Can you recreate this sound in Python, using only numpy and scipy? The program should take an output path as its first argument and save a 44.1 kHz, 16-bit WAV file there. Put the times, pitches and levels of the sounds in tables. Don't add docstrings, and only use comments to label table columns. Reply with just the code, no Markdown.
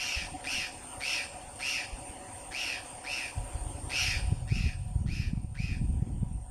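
import sys
import numpy as np
from scipy import signal
from scipy.fft import rfft, irfft, next_fast_len
from scipy.io import wavfile
from scipy.ndimage import uniform_filter1d, map_coordinates

SR = 44100
rng = np.random.default_rng(int(sys.argv[2]) if len(sys.argv) > 2 else 0)


def undo_db(level):
    steps = np.asarray(level, float) / 20
    return 10 ** steps


def master(y):
    cut = np.clip(np.atleast_2d(y).T, -1, 1)
    pcm = np.round(cut * 32767)
    wavfile.write(sys.argv[1], SR, pcm.astype(np.int16))


N = 286650


def unit(x):
    return x / np.sqrt(np.mean(x ** 2) + 1e-20)


def along(points, hz):
    f, v = np.transpose(points)
    return np.interp(np.log(hz + 1), np.log(f + 1), v)


def curves(rows):
    s, *cols = np.transpose(rows)
    return [np.interp(np.arange(N) / SR, s, c) for c in cols]


def wobble(rate):
    return unit(map_coordinates(rng.standard_normal(N // 10), [np.arange(N) * rate / SR], order=1))


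def filtered(x, response):
    m = next_fast_len(N + SR // 2)
    return irfft(rfft(x, m) * response(np.fft.rfftfreq(m, 1 / SR)), m)[..., :N]


def rush(response, patchy_db):
    z = signal.stft(rng.standard_normal(N), nperseg=512)[2]
    field = uniform_filter1d(rng.standard_normal(z.shape), size=5, axis=0)
    field = uniform_filter1d(field, size=10, axis=1)
    patchy = signal.istft(z * undo_db(patchy_db * unit(field)), nperseg=512)[1][:N]
    return unit(filtered(patchy, response))


def coloured(spectrum):
    return lambda hz: undo_db(along(spectrum, hz))


def dips(rows):
    return lambda hz: undo_db(-sum(db * np.exp(-((hz - c) / w) ** 2) for c, w, db in rows))


def hollow(modes):
    def response(f):
        return sum((-1) ** k * undo_db(db) * 1j * f * w / (c * c - f * f + 1j * f * w)
                   for k, (c, w, db) in enumerate(modes))
    return response


# t/s, length/s, whistle level/dB, top f/Hz, rasp over whistle level/dB
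CALLS = [
    (-0.055, 0.34, -38, 2800, -0.5),
    (0.438, 0.27, -36.5, 2760, -1.5),
    (1.0, 0.27, -36, 2700, -1.5),
    (1.591, .279, -35.5, 2750, -3),
    (2.51, .31, -38, 2720, -2.5),
    (3.038, 0.28, -37.5, 2700, -5),
    (3.895, .315, -35, 2786, 0),
    (4.473, .287, -43.5, 2650, -3.5),
    (5.06, .26, -48, 2590, -1.5),
    (5.545, 0.26, -46, 2540, -6.5),
]


def phrasing(t):
    rows = np.array(CALLS)
    latest = np.clip(np.searchsorted(rows[:, 0], t + .01) - 1, 0, None)
    start, length, level_db, top_hz, rasp_over_db = rows[latest].T
    since = np.maximum(t - start, 0)
    rise_s, top_at = .11, .38
    before = np.clip(1 - since / rise_s, 0, 1)
    after = np.clip((since / length - top_at) / (1 - top_at), 0, 1)
    release = np.clip(1 - (length - since) / .063, 0, 1)

    def lead_in(attack_s):
        return np.clip(1 - since / attack_s, 0, 1)

    attack_s, start_pitch, end_hz = .035, .64, 2380
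    climb = (1 - start_pitch) * before ** 2.5
    hang = .06 * np.sin(np.pi * lead_in(attack_s + .008))
    sag_hz = (top_hz - end_hz) * np.sin(np.pi / 2 * np.minimum(after / .85, 1)) ** 2
    hz = top_hz * (1 - climb - hang) - sag_hz
    tone_db = level_db - 12 * lead_in(attack_s) ** .35 - 2.5 * after ** 2 - 18.5 * release
    low_db = level_db - 7 - 8 * lead_in(.01) - 10.5 * release
    rasp_db = level_db + rasp_over_db - 10.5 * lead_in(.084) - 13.5 * after ** 2 - release
    return tone_db, hz, low_db, rasp_db


# multiple of the pitch, level/dB
OVERTONES = [(1, 0), (2, -11), (3, -29), (4, -29)]


def whistle(phase, tone_db, rasp_db, opening):
    strength = unit(opening * undo_db(1.6 * wobble(450) + .8 * wobble(70)))
    tone = undo_db(tone_db + 3.0) * np.sin(phase)
    for k, db in OVERTONES[1:]:
        tone = tone + undo_db(rasp_db + 10 + db + 1.5 * wobble(300)) * np.sin(k * phase)
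    return strength * tone


LOW_VOICE = [(0, 0.74), (.5, 0.85), (1, 0.77)]


def low_voice(hz, bend, low_db, gone, cycle):
    low_hz = hz * np.interp(gone, *np.transpose(LOW_VOICE)) * (1 + 1.5 * bend + .03 * wobble(400))
    phase = 2 * np.pi * np.cumsum(low_hz) / SR
    entry = np.clip(2.2 * gone - .35, .25, 1)
    beats = unit(1 + .8 * np.cos(cycle - 2.2))
    return entry * undo_db(low_db + 1.5 + 2 * wobble(300)) * beats * (np.sin(phase) + .35 * np.sin(2 * phase))


# f/Hz, level/dB per Hz
RASP = [(900, -54), (1300, -9.5), (1900, -12), (2400, 0.5), (2900, -2.5), (3300, -7.5), (4100, -7),
        (5400, -6), (6300, -11), (7000, -16.5), (8700, -20.5), (9400, -25), (11000, -21.5), (15500, -45)]


def breath(rasp_db, gone, cycle):
    clicking = np.exp(-(gone / .14) ** 2)
    clicks = undo_db(16 * clicking * (np.cos(cycle) - 1) / 2 + 5.2 * clicking)
    puffs = unit(1 + 0.12 * np.cos(cycle + 2.2))
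    return undo_db(rasp_db + 2.7) * clicks * puffs * rush(coloured(RASP), patchy_db=2.0)


# share of the call gone, beats f/Hz
FLUTTER = [(0, 140), (.4, 132), (1, 116)]
# f/Hz, width/Hz, depth level/dB
GROUND_DIPS = [(2150, 60, 6), (3050, 50, 4), (3480, 60, 10)]


def jay():
    t = np.arange(N) / SR
    tone_db, hz, low_db, rasp_db = phrasing(t)
    calling, gone = np.zeros(N), np.zeros(N)
    for start, length, *_ in CALLS:
        end = start + length
        calling += np.clip(np.minimum((t - start + .004) / .012, (end + .014 - t) / .03), 0, 1)
        gone += (t >= start) * (t < end + .1) * (1 - (end - t) / min(max(end - start, .24), .32))
    gone = np.clip(gone, 0, 1)

    beat_hz = np.interp(gone, *np.transpose(FLUTTER)) * (1 + .025 * wobble(60))
    cycle = 2 * np.pi * np.cumsum(beat_hz) / SR
    opening = 1 + (.75 - .35 * gone) * np.cos(cycle) + .2 * np.cos(2 * cycle + 2)
    slide = -(.027 + .04 * gone) * np.sin(cycle - .3)
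    hoarseness = (.011 + .12 * np.exp(-(gone / .1) ** 2)) * wobble(500)
    bend = slide + hoarseness
    phase = 2 * np.pi * np.cumsum(hz * (1 + bend)) / SR

    voice = whistle(phase, tone_db, rasp_db, opening) + low_voice(hz, bend, low_db, gone, cycle)
    return filtered(calling * (voice + breath(rasp_db, gone, cycle)), dips(GROUND_DIPS))


# f/Hz, time to fall 60 dB t/s
TREES = [(1000, 0.15), (2600, 0.68), (5000, 0.69), (10000, 0.14)]


def trees(x):
    out = np.zeros(N + SR)
    for s, length, *_ in CALLS:
        start, end = round(max(s, 0) * SR), round((s + length + .03) * SR)
        hz, t, z = signal.stft(rng.standard_normal(SR), SR, nperseg=256)
        decay = undo_db(-60 * t / along(TREES, hz)[:, None])
        tail = signal.istft(z * decay, SR, nperseg=256)[1][:SR - 2000]
        wet = signal.fftconvolve(x[start:end], tail / np.linalg.norm(tail))
        out[start + 600:][:SR] += wet[:SR]
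    return out[:N]


# f/Hz, level/dB per Hz
INSECTS = [(4350, -43), (7400, -18), (7730, -21), (8370, -3), (8930, 1), (9560, -12.5), (9900, -22.5),
           (10600, -37), (11200, -46), (12000, -35), (12900, -26.5), (14400, -29.5), (15600, -44)]


def insects(gain_db):
    level_db = -51 + gain_db + 1.2 * wobble(7.6) + 0.62 * wobble(150)
    return undo_db(level_db) * rush(coloured(INSECTS), patchy_db=2.1)


# f/Hz, width/Hz, level/dB
HUM = [(497, 29.4, -7), (572.6, 31.7, -4.5), (738.2, 25.1, 0.5), (850, 43, -7.5), (966.6, 36.4, -5)]


def hum(gain_db):
    def response(f):
        return hollow(HUM)(f) / (1 + (f / 1150) ** 8) / (1 + (420 / (f + 1)) ** 8)
    return undo_db(-49.9 + gain_db + 0.69 * wobble(3.795)) * rush(response, patchy_db=1.0)


# f/Hz, width/Hz, level/dB
DRONE = [(263, 23, -0.5), (305.5, 28, 2), (404, 370, -6.5)]
# t/s, level/dB, half length/s
PASSES = [
    (.65, 4.5, 0.13),
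    (2.147, 6.5, 0.22),
    (3.751, 7, 0.31),
]


def drone(gain_db):
    t = np.arange(N) / SR
    swells_db = sum(db * np.exp(-((t - s) / half) ** 2) for s, db, half in PASSES)
    noise = rush(lambda f: hollow(DRONE)(f) / (1 + (f / 450) ** 6), patchy_db=2.0)
    return undo_db(-57.9 + gain_db + swells_db) * noise


# f/Hz, level/dB per Hz
AIR = [(590, -13), (1000, -4.5), (1280, -5.5), (1860, -8.5), (2190, -10), (2690, -6), (3690, -14.5),
       (3990, -15.5), (4540, -14.5), (5920, -14.5), (7800, -10), (10100, -14.5), (17200, -120)]


def air(gain_db):
    t = np.arange(N) / SR
    return undo_db(-52.73 + gain_db - 0.38 * t) * rush(coloured(AIR), patchy_db=3.0)


# t/s, level/dB
GAIN = [(0, -1), (.7, 0.5), (4.07, 0.5), (4.3, -1.5), (4.56, -9.5), (5.0, -8.5), (5.14, -12.5),
        (5.56, -12.5), (5.7, -11.5), (5.9, -9), (6.2, -11), (6.5, -11)]


def background():
    gain_db, = curves(GAIN)
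    return insects(gain_db) + hum(gain_db) + drone(gain_db) + air(gain_db)


# t/s, strength level/dB, speed as flapping over rumble level/dB
WIND = [(0.0, -51, 6), (0.6, -50, 1.5), (1.85, -51.5, -1), (1.96, -44, 0), (2.06, -55, -3), (3.33, -52, 3),
        (3.39, -31.5, -8), (3.47, -42, -3), (3.98, -41, -3.5), (4.33, -30, -7), (4.38, -35, -4),
        (4.62, -30, 0.5), (4.76, -36.5, -8.5), (5.06, -30.5, 2.5), (5.55, -34, 4), (6.0, -28, 8),
        (6.27, -30.5, 10), (6.5, -40.5, 3)]
# f/Hz, level/dB per Hz
RUMBLE = [(12, -19), (22, -4.5), (43, 2), (65, -4.5), (100, -3), (140, -10.5), (200, -34.5), (300, -73)]
# f/Hz, level/dB per Hz
FLAPPING = [(70, 6), (110, -5.5), (160, -5.5), (250, -11.5), (350, -23), (500, -38), (900, -80)]
# t/s, peak level/dB, f/Hz
PUSHES = [(0.175, -26.5, 52), (1.939, -27.5, 43.5), (3.379, -25, 74.6), (3.556, -23, 62.4),
          (3.621, -26.5, 45.5), (3.668, -25, 64), (3.753, -28, 64), (3.843, -29, 65.5), (3.874, -30, 67.6),
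          (4.086, -24, 81), (4.171, -20.5, 65.5), (4.244, -19.5, 54.9), (4.324, -17, 105),
          (4.524, -14.5, 96), (4.609, -22.5, 119), (4.642, -18.5, 93), (4.962, -16.5, 85),
          (5.061, -21.5, 100), (5.09, -22.5, 104), (5.202, -18.5, 98), (5.335, -19, 150),
          (5.376, -22, 119.5), (5.447, -22.5, 103), (5.604, -21.5, 121), (5.643, -26, 106),
          (5.817, -24, 133.8), (5.939, -23.5, 71), (6.026, -16.5, 107), (6.232, -17.5, 131),
          (6.315, -27, 117)]


def wind():
    strength_db, speed_db = curves(WIND)
    rumble_db = strength_db - 2 - speed_db / 2
    flap_db = -50.5 + speed_db / 2 + 1.94 * np.maximum(strength_db + 40.5, 0)
    lumps = wobble(22)
    rumble = unit(undo_db(1.2 * lumps) * rush(coloured(RUMBLE), patchy_db=-0.8))
    flapping = unit(undo_db(0.96 * lumps + 5.2 * wobble(60)) * rush(coloured(FLAPPING), patchy_db=2.5))
    out = undo_db(rumble_db) * rumble + undo_db(flap_db) * flapping
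    t = np.arange(-SR // 20, SR // 20) / SR
    for s, db, hz in PUSHES:
        swing = -np.cos(2 * np.pi * hz * t - .3) * np.exp(-(2.22 * hz * t) ** 2)
        kink = -.2 * np.exp(-np.abs(t) / .0007)
        out[round(s * SR) - SR // 20:][:len(t)] += undo_db(db + 1.0) * (swing + kink)
    out = filtered(out, lambda f: 1 / np.sqrt(1 + (45 / (f + 1)) ** 2))
    return out / (1 + np.abs(out / .14) ** 4) ** (1 / 4)


# t/s, level/dB, length/s
KNOCKS = [
    (0.332, -37, 0.041),
    (0.459, -38.5, 0.036),
]
# f/Hz, level/dB
KNOCK_TONES = [(288, 1), (742, 5.5)]


def knocks():
    out = np.zeros(N)
    for s, db, length in KNOCKS:
        t = np.arange(round(length * SR)) / SR
        tones = sum(undo_db(level) * np.sin(2 * np.pi * hz * t) for hz, level in KNOCK_TONES)
        out[round(s * SR):][:len(t)] += undo_db(db - 5.5) * np.sin(np.pi * t / length) ** 0.98 * tones
    return out


# start t/s, end t/s, f/Hz, level/dB
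WHINES = [
    (2.55, 2.78, 11050, -79),
    (3.08, 3.56, 10313, -69),
    (3.62, 3.81, 10313, -69),
    (3.86, 4.27, 10313, -65),
    (3.08, 3.3, 11800, -75),
    (3.36, 3.92, 11800, -85),
]


def lens():
    t = np.arange(N) / SR
    falter = undo_db(3 + 1.5 * wobble(40)) * np.clip(2.6 + 2 * wobble(16), 0, 1)
    out = np.zeros(N)
    for start, end, hz, db in WHINES:
        running = np.clip(np.minimum(t - start, end - t) / .01, 0, 1)
        out += undo_db(db) * running * np.sin(2 * np.pi * hz * t)
    return falter * out


def scene():
    bird = jay()
    return (bird + undo_db(-16.0) * trees(bird) + background() + wind() + knocks())[None]


# f/Hz, width/Hz, depth level/dB
NOTCHES = [(3930, 120, 11), (6350, 100, 3), (7870, 70, 25)]


def seams(x):
    return filtered(x, dips(NOTCHES))


# low f/Hz, high f/Hz, share of the time 0-1
MUTED = [(9850, 10650, .35), (10650, 11300, .62), (11300, 11750, .45), (11750, 12200, .15),
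         (14500, 15100, .15), (15100, 15700, .72)]


def dropouts(x):
    hz, _, z = signal.stft(x, SR, nperseg=1024)
    power = np.abs(z) ** 2 + 1e-20

    def gate(ratio, share):
        return np.maximum(1 / (1 + (np.quantile(ratio, share) / ratio) ** 12), .02)

    def band(lo, hi, size):
        return uniform_filter1d(power[(hz >= lo) & (hz < hi)].mean(axis=0), size=size)

    chorus = band(8300, 9300, size=40)
    for lo, hi, share in MUTED:
        z[(hz >= lo) & (hz < hi)] *= gate(band(lo, hi, size=4) / chorus, share)
    patch = uniform_filter1d(uniform_filter1d(power, size=2, axis=0), size=4, axis=1)
    patch = np.log(np.abs(patch) + 1e-20)
    above_neighbours = np.exp(patch - uniform_filter1d(patch, size=30, axis=0))
    middle = (hz > 1400) & (hz < 9500)
    z[middle] *= gate(above_neighbours[middle], share=.06)
    return signal.istft(z, SR, nperseg=1024)[1][None, :N]


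def roll_off(x):
    return signal.sosfilt(signal.butter(12, 15630, fs=SR, output="sos"), x)


def record(dry):
    mix = dropouts(seams(dry)[0]) + lens()
    return roll_off(mix)


dry = scene()
out = record(dry)
master(out)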